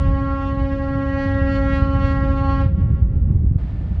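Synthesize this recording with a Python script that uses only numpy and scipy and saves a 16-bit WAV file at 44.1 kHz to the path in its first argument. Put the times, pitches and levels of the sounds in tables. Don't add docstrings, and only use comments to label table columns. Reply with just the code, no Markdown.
import sys
import numpy as np
from scipy import signal
from scipy.fft import rfft, irfft, next_fast_len
from scipy.io import wavfile
from scipy.ndimage import uniform_filter1d

SR = 44100
rng = np.random.default_rng(int(sys.argv[2]) if len(sys.argv) > 2 else 0)


def unload_wav(signal):
    wavfile.write(
        sys.argv[1],
        SR,
        np.round(np.clip(np.atleast_2d(signal).T, -1, 1) * 32767).astype(np.int16),
    )


N = 176400

# (time [s], pitch [Hz])
HORN_PITCH = [(0, 273.6), (.7, 273.75), (1.5, 273.45), (2.1, 273.25), (2.6, 273.05)]
# (time [s], level [dB])
HORN_LEVEL = [(0, -31), (.2, -26.5), (.4, -28), (.9, -26), (1.3, -25), (1.5, -23.5), (1.75, -24.5),
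              (1.88, -25.5), (2.05, -26), (2.35, -26.5), (2.6, -26)]
# (frequency [Hz], gain [dB])
FLARE_COLOUR = [(273, 0.5), (547, -4), (820, -17.5), (1093, -13.5), (1366, -14.5), (1640, -19.5),
                (1913, -18.5), (2186, -29), (2460, -33), (2733, -31), (3006, -32.5), (3280, -37),
                (3826, -43.5), (4373, -40), (4920, -47.5), (6800, -57.5), (9000, -70), (11500, -84)]
# (frequency [Hz], fade [dB/s])
FLARE_FADE = [(273, 210.5), (547, 125.5), (820, 419), (1100, 441), (1400, 271), (4000, 233)]
# (frequency [Hz], relative level [dB])
FLUTTER_DEPTH = [(273, -27), (547, -23), (820, -5), (1093, -12), (1366, -14), (1640, -11), (1913, -10.5),
                 (2400, -7), (4400, -7), (8000, -5)]
# (time [s], gain [dB])
MIDDLE_BOOST = [(0, 7), (.15, 5.5), (.35, 10), (.55, 7), (.72, -3), (0.932, 2.5), (1.25, -2), (1.55, -3.5),
                (1.8, 2), (1.92, 6), (2.119, 6), (2.331, 4), (2.5, 14.5), (2.6, 7)]
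# (time [s], frequency [Hz])
MIDDLE_CENTRE = [(0, 1035), (1.9, 1042), (2.4, 943)]
# (time [s], gain [dB])
FIFTH_BOOST = [(0, 3), (.12, -11.5), (.3, 6), (.45, 3), (.55, -7.5), (.8, -8.5), (0.949, 1), (1.15, -3),
               (1.33, -2.5), (1.449, 1), (1.8, 5), (2.349, 2.5), (2.6, 4)]
# (time [s], gain [dB])
UPPER_BOOST = [(0, -1), (0.651, -2.5), (0.999, 2), (1.199, 8.5), (1.499, 6.5), (1.62, 2), (1.728, 10),
               (1.931, -8.5), (2.03, 3.5), (2.2, 7.5), (2.34, -6.5), (2.6, 2)]
# (time [s], gain [dB])
TREBLE_BOOST = [(0, 2), (.3, 0), (.7, 1), (1.001, -6.5), (1.1, 0.5), (1.301, 1), (1.42, -2), (1.52, 3.5),
                (1.66, -0.5), (1.77, 7.5), (1.92, 0.5), (2.1, 4), (2.329, 3), (2.44, 5.5), (2.6, 2)]
# (time [s], gain [dB])
EDGE_BOOST = [(0, -4.5), (.95, -1), (1.151, 4), (1.3, -6), (1.53, 6.5), (1.65, -2), (1.86, 4.5),
              (1.96, -1.5), (2.08, 4), (2.299, -4), (2.44, 8.5), (2.6, 0)]
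# (frequency [Hz], gain [dB])
ECHO_COLOUR = [(273, -12), (550, -6), (820, 1), (1100, -2), (1400, -5.5), (1900, -6.5), (2300, 0),
               (3000, -2), (3550, 1.5), (4100, -6.5), (4650, -0.5), (8000, -6)]
# (time [s], gain [dB])
ECHO_SWELLS = [(2.6, -1), (2.66, 0), (2.735, -7), (2.81, 1.5), (2.88, -3), (2.98, 1.5), (3.07, -5),
               (3.15, 1), (3.22, -3), (3.3, 2), (3.42, -3)]
# (time [s], level [dB])
GUST_LEVEL = [(0, -19), (.08, -12.5), (.14, -18.5), (.38, -24.5), (.6, -19.5), (.8, -23.5), (1.1, -23.5),
              (1.35, -20.5), (1.85, -18), (2.2, -17.5), (2.45, -18), (2.7, -17.5), (3.2, -15.5),
              (3.56, -19), (3.61, -23), (3.8, -23), (4, -18.5)]
# (frequency [Hz], relative level [dB])
RUMBLE_COLOUR = [(12, -29), (25, -15.5), (45, -2), (65, 0.5), (85, -2), (120, -9), (200, -20), (300, -33),
                 (500, -44), (1000, -68), (3000, -93.5)]
# (frequency [Hz], relative level [dB])
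PUFF_COLOUR = [(40, -22.5), (90, 1), (140, 3.5), (220, -1.5), (330, -11), (500, -38.5), (1000, -45),
               (2500, -60.5), (8000, -89.5)]
# (time [s], peak level [dB])
THUMPS = [(0.056, -8.5), (0.093, -16.5), (0.908, -12), (0.954, -14.5), (1.418, -9.5), (1.823, -9.5),
          (1.951, -10), (2.045, -14), (2.229, -14.5), (2.662, -6.5), (2.819, -8), (2.94, -6),
          (3.023, -13.5), (3.158, -2), (3.306, -8), (3.358, -7), (3.446, -10), (3.465, -9), (3.514, -4.5),
          (3.559, -6)]
# (frequency [Hz], relative level [dB])
FAR_WATER_COLOUR = [(100, -3.5), (400, 4.5), (800, -8), (1700, -16.5), (3000, -26), (5000, -38),
                    (8000, -52.5), (12000, -59)]
# (frequency [Hz], relative level [dB])
WAKE_COLOUR = [(150, -3.5), (400, 4), (620, 3), (1100, -6.5), (2000, -10), (3000, -16), (4500, -22),
               (6000, -32), (8000, -36), (11000, -51.5)]
# (frequency [Hz], level [dB])
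WHINE_TONES = [(667.5, -70), (1217, -68.5), (1427, -69), (1771, -65)]

STOP_S, WAKE_START_S = 2.615, 3.583
LOW_CUT_HZ, HIGH_CUT_HZ = 21, 11700
UPPER_HZ, TREBLE_HZ, EDGE_HZ = 1850, 2100, 4330
BASE_HZ = HORN_PITCH[0][1]
HARMONICS = range(1, int(HIGH_CUT_HZ / BASE_HZ))
ECHO_FADE_S = 2.62


def horn(t, pitch):
    since_stop = np.maximum(t - STOP_S, 0)
    sag_hz = 2.3 * np.tanh(since_stop / .025)
    phase = 2 * np.pi * np.cumsum(pitch - sag_hz) / SR
    level, middle_hz = at_time(HORN_LEVEL, t), at_time(MIDDLE_CENTRE, t)
    middle, fifth, upper, edge = (
        at_time(rows, t) for rows in (MIDDLE_BOOST, FIFTH_BOOST, UPPER_BOOST, EDGE_BOOST))
    treble = at_time(TREBLE_BOOST, t) + 2.5 * drift(5.4)
    out = 0
    for k in HARMONICS:
        hz = k * BASE_HZ
        boost_db = (middle * band(hz, middle_hz, octaves=.29)
                    - .16 * middle * (k == 2)
                    + fifth * (k == 5)
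                    + upper * band(hz, UPPER_HZ, octaves=.19)
                    + edge * band(hz, EDGE_HZ, octaves=.072))
        along, across = harmonic_flutter(hz), harmonic_flutter(hz)
        if hz > TREBLE_HZ:
            boost_db += treble + 2.5 * flutter(2)
        gain = np.sqrt(2) * from_db(level + at_hz(FLARE_COLOUR, hz) - at_hz(FLARE_FADE, hz) * since_stop)
        out = out + gain * tone(k * phase + 2 * np.pi * rng.random(), from_db(boost_db) + along, across)
    return out


def harmonic_flutter(hz):
    rise = (hz / 1000) ** .6
    slow = flutter(7.2 * rise)
    shimmer = .14 * rise * drift(72)
    return from_db(at_hz(FLUTTER_DEPTH, hz)) * (slow + shimmer)


def quay_echoes(t, pitch):
    since_stop = np.maximum(t - STOP_S, 0)
    phase = 2 * np.pi * np.cumsum(pitch + 1.3) / SR
    level = at_time(HORN_LEVEL, t) + at_time(ECHO_SWELLS, t) - 60 * since_stop / ECHO_FADE_S
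    out = 0
    for k in HARMONICS:
        hz = k * BASE_HZ
        dulling_db = 1.5 * (hz / 1000) * since_stop
        gain = from_db(level + at_hz(FLARE_COLOUR, hz) + at_hz(ECHO_COLOUR, hz) - dulling_db)
        out = out + gain * tone(k * phase, np.tanh(flutter(5)), np.tanh(flutter(5)))
    return out * np.interp(t, [STOP_S - .1, STOP_S], [from_db(-6), 1])


def wind(t):
    gust_db = at_time(GUST_LEVEL, t)
    rumble = noise(RUMBLE_COLOUR)
    rumble = rumble / np.sqrt(uniform_filter1d(rumble ** 2, size=SR // 6))
    puffs = unit_power(noise(PUFF_COLOUR) * from_db(9 * np.tanh(drift(10))))
    puff_db = -33.5 + .87 * (gust_db - gust_db.mean())
    return from_db(gust_db) * rumble + from_db(puff_db) * puffs


def wind_thumps(t, typical_hz=74, rise_s=.0021, decay_s=.007):
    out = 0
    for time_s, peak_db in THUMPS:
        age = np.maximum(t - time_s + rise_s, 0)
        hz = typical_hz * rng.uniform(.83, 1.37)
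        envelope = np.tanh(age / rise_s) ** 2 * np.exp(-age / decay_s)
        thump = np.sin(2 * np.pi * hz * age) * envelope
        out = out + from_db(peak_db) * thump / np.abs(thump).max()
    return out


def water(t, far_db=-51.5, wake_db=-46.5, fade_db_per_s=4.5):
    fade_db = fade_db_per_s * np.maximum(t - WAKE_START_S, 0)
    wake = from_db(wake_db - fade_db + .53 * drift(25)) * noise(WAKE_COLOUR)
    whine = engine_whine(t)
    far_water = from_db(far_db) * noise(FAR_WATER_COLOUR)
    return np.where(t < WAKE_START_S, far_water, wake + whine)


def engine_whine(t):
    return sum(np.sqrt(2) * from_db(db) * np.cos(2 * np.pi * hz * t + .5 * drift(8.5))
               for hz, db in WHINE_TONES)


def from_db(db):
    return 10 ** (np.asarray(db) / 20)


def unit_power(x):
    return x / np.sqrt(np.mean(x ** 2) + 1e-20)


def at_time(rows, t):
    return np.interp(t, *np.transpose(rows))


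def at_hz(rows, hz):
    frequencies, values = np.transpose(rows)
    return np.interp(np.log(np.maximum(hz, 1)), np.log(frequencies), values)


def band(hz, centre_hz, octaves):
    distance = np.log2(hz / centre_hz) / octaves
    return np.exp(-distance ** 4 / 2)


def tone(phase, along, across):
    return along * np.cos(phase) + across * np.sin(phase)


def noise(colour):
    size = next_fast_len(N)
    gains = from_db(at_hz(colour, np.fft.rfftfreq(size, 1 / SR)))
    white = rfft(rng.standard_normal(N), size)
    return unit_power(irfft(white * gains, size)[:N])


def drift(rate_hz, step=40, warm_up=2000):
    memory = np.exp(-2 * np.pi * rate_hz * step / SR)
    white = rng.standard_normal(N // step + warm_up + 2)
    slow = signal.lfilter([1], [1, -2 * memory, memory ** 2], white)[warm_up:]
    return np.interp(np.arange(N) / step, np.arange(len(slow)), unit_power(slow))


def flutter(rate_hz, step=40):
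    size = N // step
    hz = np.maximum(np.fft.rfftfreq(size, step / SR), 1e-3)
    slow = irfft(rfft(rng.standard_normal(size)) * band(hz, rate_hz, octaves=.9), size)
    return np.interp(np.arange(N) / step, np.arange(size), unit_power(slow))


def scene():
    t = np.arange(N) / SR
    pitch = at_time(HORN_PITCH, t) + .05 * drift(5) + .15 * drift(100)
    mix = horn(t, pitch) + quay_echoes(t, pitch) + wind(t) + wind_thumps(t) + water(t)
    width = from_db(at_time(GUST_LEVEL, t) - 33) * noise(RUMBLE_COLOUR)
    return np.array([mix * from_db(-.28) + width, mix * from_db(.28) - width])


def record(dry):
    trimmed = signal.sosfilt(signal.butter(2, LOW_CUT_HZ, "high", fs=SR, output="sos"), dry)
    return signal.sosfilt(signal.cheby2(12, 70, HIGH_CUT_HZ, fs=SR, output="sos"), trimmed)


dry = scene()
out = record(dry)
unload_wav(out)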